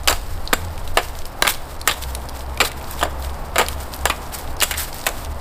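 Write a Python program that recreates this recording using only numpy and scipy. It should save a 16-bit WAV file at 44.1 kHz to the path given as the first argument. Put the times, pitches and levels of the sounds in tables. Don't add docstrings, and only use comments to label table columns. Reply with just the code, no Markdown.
import sys
import numpy as np
from scipy import signal
from scipy.fft import rfft, irfft, next_fast_len
from scipy.io import wavfile
from scipy.ndimage import uniform_filter1d

SR = 44100
rng = np.random.default_rng(int(sys.argv[2]) if len(sys.argv) > 2 else 0)


def dump(signal):
    limited = np.clip(np.atleast_2d(signal).T, -1, 1)
    pcm = np.round(limited * 32767).astype(np.int16)
    wavfile.write(sys.argv[1], SR, pcm)


N = 238443
TIME, HIT_TIME = np.arange(N) / SR, np.arange(12000) / SR

# t/s, levels/dB (knock, crack, splinters, steel), stem f/Hz, twig f/Hz, nominal T60/s
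BREAKS = [(0.0753, -18.5, -15.5, -18, -19.5, 594, 3100, 0.021),
          (0.0824, -19, -11, -16, -30, 1150, 4760, 0.05), (0.0976, -20, -26, -19.5, -24, 940, 2450, 0.094),
          (0.1266, -26.5, -23.5, -28, -33, 735, 4570, 0.028),
          (0.5295, -12, -20, -29, -39, 1470, 2180, 0.015),
          (0.5337, -12.5, -19, -16.5, -23, 1360, 3620, 0.02),
          (0.972, -9.5, -13, -18.5, -40, 1124, 2860, 0.03),
          (1.4232, -12.5, -11, -12, -27, 1050, 4060, 0.018),
          (1.477, -16, -13.5, -12.5, -38, 1750, 3370, 0.0056),
          (1.875, -16.5, -14, -11.5, -23, 1240, 2010, .024), (2.613, -16, -17, -24, -24, 1380, 4620, 0.033),
          (3.028, -13, -22.5, -29, -47, 716, 3000, 0.037), (3.0338, -18.5, -26, -27, -32, 690, 3220, 0.027),
          (3.5824, -11.5, -14.5, -17, -20.5, 1220, 2260, 0.14),
          (4.0548, -12, -21, -15.5, -23.5, 1660, 2130, 0.026),
          (4.6235, -16.5, -18.5, -15, -45, 1280, 2370, 0.067),
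          (4.632, -41, -17.5, -13, -23, 1330, 3350, 0.033), (4.71, -24, -20.5, -22, -30, 1380, 2200, 0.084),
          (5.0659, -17, -16, -16, -37, 1010, 2300, 0.043)]
# t/s, knock level/dB, crack level/dB, stem f/Hz, twig f/Hz
TEARS = [(0.0936, -18, -24, 714, 3990), (0.11, -17.5, -28, 1280, 4050), (0.9829, -15.5, -21.5, 720, 2320),
         (1.4496, -16, -24, 1180, 2200), (1.469, -20, -16, 1410, 2250), (1.49, -25, -23, 1300, 4060),
         (1.8856, -21, -20, 1600, 2830), (1.893, -20, -20.5, 1160, 3930), (1.912, -32, -20, 1410, 3620),
         (2.6029, -13, -11.5, 1310, 2410), (2.618, -18.5, -27, 460, 2170), (2.6487, -26.5, -22, 1200, 4170),
         (3.0117, -23.5, -26.5, 800, 3150), (3.05, -20.5, -33, 607, 2240), (3.558, -16, -20, 680, 2136),
         (3.594, -12, -19.5, 870, 2960), (3.613, -18, -20, 567, 2180), (4.0675, -25, -26, 540, 3200),
         (4.0987, -15.5, -17, 1100, 2470), (4.613, -35, -16, 1790, 2900), (4.7395, -29, -25.5, 1730, 1978),
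         (5.0836, -25, -34, 670, 3820)]
def axe():
    out = np.zeros(N)
    for t, *blow in BREAKS:
        add(out, t, contact(*blow, sudden=0.91))
    for t, knock_db, crack_db, stem_hz, twig_hz in TEARS:
        splinter_db, steel_db = crack_db - 11.5, crack_db - 11
        tear = contact(knock_db, crack_db, splinter_db, steel_db, stem_hz, twig_hz, 0.079, sudden=0.74)
        add(out, t, tear)
    return out

def contact(knock_db, crack_db, splinter_db, steel_db, stem_hz, twig_hz, t60, sudden):
    return (burst(knock(stem_hz, t60, sudden), knock_db)
            + burst(crack(twig_hz, t60, sudden), crack_db)
            + burst(splinters(t60, sudden), splinter_db)
            + burst(steel_ring(), steel_db))

# f/centre frequency, relative level/dB
FORCE_SPECTRUM = [(.055, -51.5), (.16, -11), (.3, -7), (.6, 1), (1.1, -2), (1.8, -1), (3.2, -40.5),
                  (11, -62)]
# f/Hz, relative level/dB, T60/s
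BRANCH_MODES = [(510, -12, 0.043), (529, 2.5, 0.11), (660, 18.5, 0.01), (872, 7, 0.07), (1030, 8, 0.023),
                (1326, -11.5, 0.023), (1270, 18, 0.029), (1606, 2, 0.12)]
def knock(stem_hz, t60, sudden):
    centre_hz = 1110 * (stem_hz / 1000) ** 0.47
    spectrum = [(ratio * centre_hz, db) for ratio, db in FORCE_SPECTRUM]
    force = colour(fracture(1.3 * t60, first=0.48 * sudden), spectrum)
    branch = ring(force, BRANCH_MODES, detune=0.0045)
    stem = resonate(force, stem_hz, q=10)
    return burst(force, 0) + burst(branch, -6) + burst(stem, -4)

# f/Hz, relative level/dB
CRACK_SPECTRUM = [(700, -33), (1500, 5.5), (2100, 2.5), (3000, 4.5), (4200, -0.5), (5500, -7), (8000, -54)]
def crack(twig_hz, t60, sudden):
    tear = colour(fracture(0.91 * t60, first=0.21 * sudden), CRACK_SPECTRUM)
    return burst(tear, 0) + burst(resonate(tear, twig_hz, q=10), -3)

# f/Hz, relative level/dB
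SPLINTER_SPECTRUM = [(3500, -20), (5300, 3), (6200, 6), (7600, 11.5), (9500, 6), (12000, 7), (15500, 5)]
def splinters(t60, sudden):
    fibres = fracture(0.83 * t60, first=0.55 * sudden, rate=6300, spread_db=7.5)
    return colour(fibres, SPLINTER_SPECTRUM)

# f/Hz, relative level/dB, T60/s
STEEL_MODES = [(2770, 6, 0.075), (4050, -3.5, 0.066), (4780, 3, 0.096), (7220, 5.5, 0.079),
               (7400, -5, 0.082), (8000, 5, 0.039), (8700, -26, .045), (10960, 6.5, 0.035),
               (13200, -25, .04)]
def steel_ring():
    return ring(signal.unit_impulse(len(HIT_TIME)), STEEL_MODES, detune=0.006)

def fracture(t60, first, rate=7000, spread_db=-0.5):
    fibres = clicks(len(HIT_TIME), rate, spread_db) * fade(t60)
    fibres /= np.sqrt(np.sum(fibres ** 2))
    fibres[0] -= first
    return fibres

# t/s, relative level/dB, f/Hz, ring level/dB re the snap
TICKS = [(0.034, -29.5, 7140, 0), (0.2147, -30.5, 4660, -11), (0.4753, -14.5, 3940, 28),
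         (0.7778, -25, 2300, 0), (0.8763, -22, 3940, -1), (1.189, -23.5, 6200, -1),
         (1.2548, -21.5, 5300, -5), (1.814, -18, 4230, 1), (2.0246, -22, 3380, -3),
         (2.15, -13.5, 3830, -11), (2.288, -23, 5000, 2), (2.2938, -24, 5000, -8), (2.5744, -18.5, 2296, 3),
         (2.717, -21, 2014, 0), (2.812, -27, 2260, 9), (2.9104, -19, 14000, 2), (2.9934, -21, 3340, -3),
         (3.2236, -25, 4150, -3), (3.247, -23, 5100, -3), (3.6638, -18, 4700, 6), (3.685, -10.5, 3240, -8),
         (3.9632, -23.5, 13160, 3), (4.567, -28, 5320, 4), (4.6032, -11, 4750, 6), (4.78, -14, 9050, 9),
         (4.929, -22.5, 5070, -1), (5.059, -21, 7500, 4), (5.0894, -16, 7350, 0), (5.248, -23, 5330, 5)]
# f/Hz, relative level/dB
SNAP_SPECTRUM = [(800, -15), (2000, 0.5), (3500, 3.5), (5200, 1), (6500, -1), (9000, 2.5), (12000, 2),
                 (15500, -11)]
def twigs():
    out = np.zeros(N)
    for t, db, hz, ring_db in TICKS:
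        snap = colour(fracture(t60=0.016, first=0.34), SNAP_SPECTRUM)
        tick = burst(snap, 0) + burst(resonate(snap, hz, q=5), ring_db)
        add(out, t, burst(tick, db - 12))
    return out

# peak t/s, level/dB, release time constant/s
SWISHES = [(.31, -43.5, 0.11), (.91, -40, 0.023), (1.22, -41.5, 0.018), (1.5, -21, 0.025),
           (1.72, -39.5, 0.036), (2.02, -37.5, .08), (2.12, -38.5, 0.097), (2.39, -41.5, 0.046),
           (2.654, -26, .025), (2.77, -44, .06), (2.871, -43, .03), (2.91, -32.5, 0.035), (3.005, -32, .03),
           (3.24, -34, 0.032), (3.42, -50.5, 0.17), (3.71, -39, 0.14), (3.83, -36, 0.041),
           (3.939, -38.5, 0.079), (4.2, -44, 0.13), (4.346, -29, 0.067), (4.652, -29, 0.03),
           (4.796, -24.5, 0.062), (4.969, -36.5, 0.099), (5.24, -37.5, 0.052)]
def sliding_db():
    power = undb(-46.5 + 0.9 * walk(8.7)) ** 2
    for t, db, release_s in SWISHES:
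        power += swell(t, db, release_s) ** 2
    for t, _, crack_db, *_ in BREAKS:
        power += swell(t + 0.066, crack_db - 26.5, release_s=0.04) ** 2
    return 10 * np.log10(power)

def swell(peak_s, db, release_s):
    attack_s = 0.041 * 2 ** np.clip(-(db + 35) / 6, -1, 1)
    return undb(db) * np.exp(-np.maximum((peak_s - TIME) / attack_s, (TIME - peak_s) / release_s))

# f/Hz, relative level/dB
FRICTION_SPECTRUM = [(500, -7), (1500, 9), (2500, 4.5), (3800, 4.5), (5200, 5), (6300, 0.5), (8300, 6.5),
                     (11000, 0), (13500, 7), (16000, -1.5)]
def brushing():
    level_db = sliding_db()
    crackle = sum(unit(resonate(clicks(N, rate=70, spread_db=5.5), hz, q=3))
                  for hz in np.geomspace(3500, 13000, 6))
    friction = colour(rng.standard_normal(N) + undb(-6) * unit(crackle), FRICTION_SPECTRUM)
    treble = signal.lfilter(*signal.butter(1, 5000, "high", fs=SR), friction)
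    friction += treble * (undb(0.19 * (level_db + 30)) - 1)
    return unit(friction) * undb(level_db + 3 * walk(70))

def scatter(x, wet_db=-16, onset_s=0.0079):
    onset = np.minimum(HIT_TIME / onset_s, 1) ** 2
    tail = rng.standard_normal(len(HIT_TIME)) * fade(t60=0.42) * onset
    tail = colour(tail, [(150, 9), (800, -2), (3000, 1.5), (8000, 3), (15000, 0)])
    return undb(wet_db) * signal.fftconvolve(x, tail / np.sqrt(np.sum(tail ** 2)))[:N]

# f/Hz, relative level/dB
GRASS_SPECTRUM = [(1000, 5), (2500, 4.5), (5200, 3.5), (6300, -25), (8300, -35), (11000, 1), (13500, -17),
                  (16000, -4.5)]
def grass():
    return noise(GRASS_SPECTRUM) * undb(-51)

# t/s, f/Hz
FIRING_RATE = [(0.0, 82), (0.04, 79.95), (0.98, 84.5), (1.32, 72.3), (1.57, 73.24), (1.99, 65.2),
               (2.15, 64.8), (3.74, 69.0), (4.23, 66.9), (4.34, 63.1), (4.83, 74), (5.41, 71.4)]
# t/s, relative level/dB
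ENGINE_LEVEL = [(0, -56), (.2, -46), (.33, -27.5), (.5, -45), (.65, -29.5), (1.0, -42), (1.35, -42.5),
                (1.93, -36.5), (2.1, -28.5), (2.41, -32), (2.52, -26), (2.7, -32.5), (2.88, -38),
                (3.05, -30), (3.33, -26.5), (3.46, -39), (3.79, -26.5), (3.9, -36), (4.04, -25.5),
                (4.36, -38), (4.7, -32), (5.1, -46), (5.3, -26.5), (5.41, -33)]
def engine():
    hz = curve(FIRING_RATE) * (1 + 0.027 * walk(14))
    phase = 2 * np.pi * np.cumsum(hz) / SR
    tone = unit(np.sin(phase) + undb(-17) * np.sin(2 * phase))
    return tone * undb(curve(ENGINE_LEVEL) - 1 + 2.1 * walk(18))

# t/s, level/dB
RUMBLE_LEVEL = [(0, -23.5), (.38, -24.5), (.64, -30), (.78, -23.5), (1.35, -30), (2.56, -34.5), (3.0, -31),
                (3.45, -29), (4.05, -31.5), (4.56, -30), (5.1, -30.5), (5.35, -25)]
# f/Hz, relative level/dB
RUMBLE_SPECTRUM = [(8, -2), (17, 10), (28, -4.5), (40, -1), (55, -9.5), (80, -5.5), (105, -17.5),
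                   (135, -25.5), (250, -39)]
def rumble():
    return noise(RUMBLE_SPECTRUM + [(2000, -91)]) * undb(curve(RUMBLE_LEVEL))

# t/s, level/dB
TRAFFIC_LEVEL = [(0, -37.5), (2.4, -35), (3.9, -33.5), (4.6, -35), (5.41, -34.5)]
# f/Hz, relative level/dB
TRAFFIC_SPECTRUM = [(59, -17.5), (100, -2), (141, -4), (182, -10), (232, -8), (433, -10.5), (492, -8.5),
                    (560, -7.5), (618, -7), (870, -6), (1260, -12), (1370, -14), (3000, -31), (3900, -76),
                    (6600, -120)]
def traffic():
    return noise(TRAFFIC_SPECTRUM) * undb(curve(TRAFFIC_LEVEL) + 0.88 * walk(9.1))

def ring(x, modes, detune):
    response = 0
    for (hz, db, t60), (shift, weight) in zip(modes, rng.standard_normal((len(modes), 2))):
        mode = np.sin(2 * np.pi * hz * (1 + detune * shift) * HIT_TIME)
        response += undb(db + 1.6 * weight) * fade(t60) * mode
    return signal.fftconvolve(x, response)[:len(x)]

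def resonate(x, hz, q):
    return signal.lfilter(*signal.iirpeak(hz, q, fs=SR), x)

def colour(x, spectrum):
    size = next_fast_len(len(x) + 2048)
    hz, db = np.transpose(spectrum)
    log_hz = np.log(np.maximum(np.arange(size // 2 + 1) * SR / size, 1))
    gain = undb(np.interp(log_hz, np.log(hz), db))
    cepstrum = irfft(np.log(gain), size)
    cepstrum[1:size // 2] *= 2
    cepstrum[size // 2 + 1:] = 0
    return irfft(rfft(x, size) * np.exp(rfft(cepstrum)), size)[:len(x)]

def noise(spectrum):
    return unit(colour(rng.standard_normal(N), spectrum))

def clicks(size, rate, spread_db):
    occurs = rng.random(size) < rate / SR
    sign = rng.choice([-1, 1], size)
    return unit(occurs * sign * undb(spread_db * np.minimum(rng.exponential(size=size), 4)))

def walk(rate):
    k = int(SR / rate)
    steps = np.repeat(rng.standard_normal(N // k + 1), k)
    return 1.3 * uniform_filter1d(uniform_filter1d(steps, k), k)[:N]

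def fade(t60):
    return np.exp(-np.log(1000) * HIT_TIME / t60)

def burst(x, db):
    return x * undb(db) * np.sqrt(SR / 100 / np.sum(x ** 2))

def unit(x):
    return x / np.sqrt(np.mean(x ** 2))

def undb(db):
    return 10 ** (np.asarray(db) / 20)

def curve(rows):
    return np.interp(TIME, *np.transpose(rows))

def add(out, t, x):
    i = int(t * SR)
    out[i:i + len(x)] += x[:N - i]

def scene():
    work = axe() + twigs()
    return (work + scatter(work) + brushing() + grass() + engine() + rumble() + traffic())[None]

def record(dry, ceiling=0.97, top_hz=15500):
    rounded = dry / (1 + np.abs(dry / ceiling) ** 8) ** (1 / 8)
    return signal.sosfilt(signal.ellip(12, .2, 85, top_hz, fs=SR, output="sos"), rounded)

dry = scene()
out = record(dry)
dump(out)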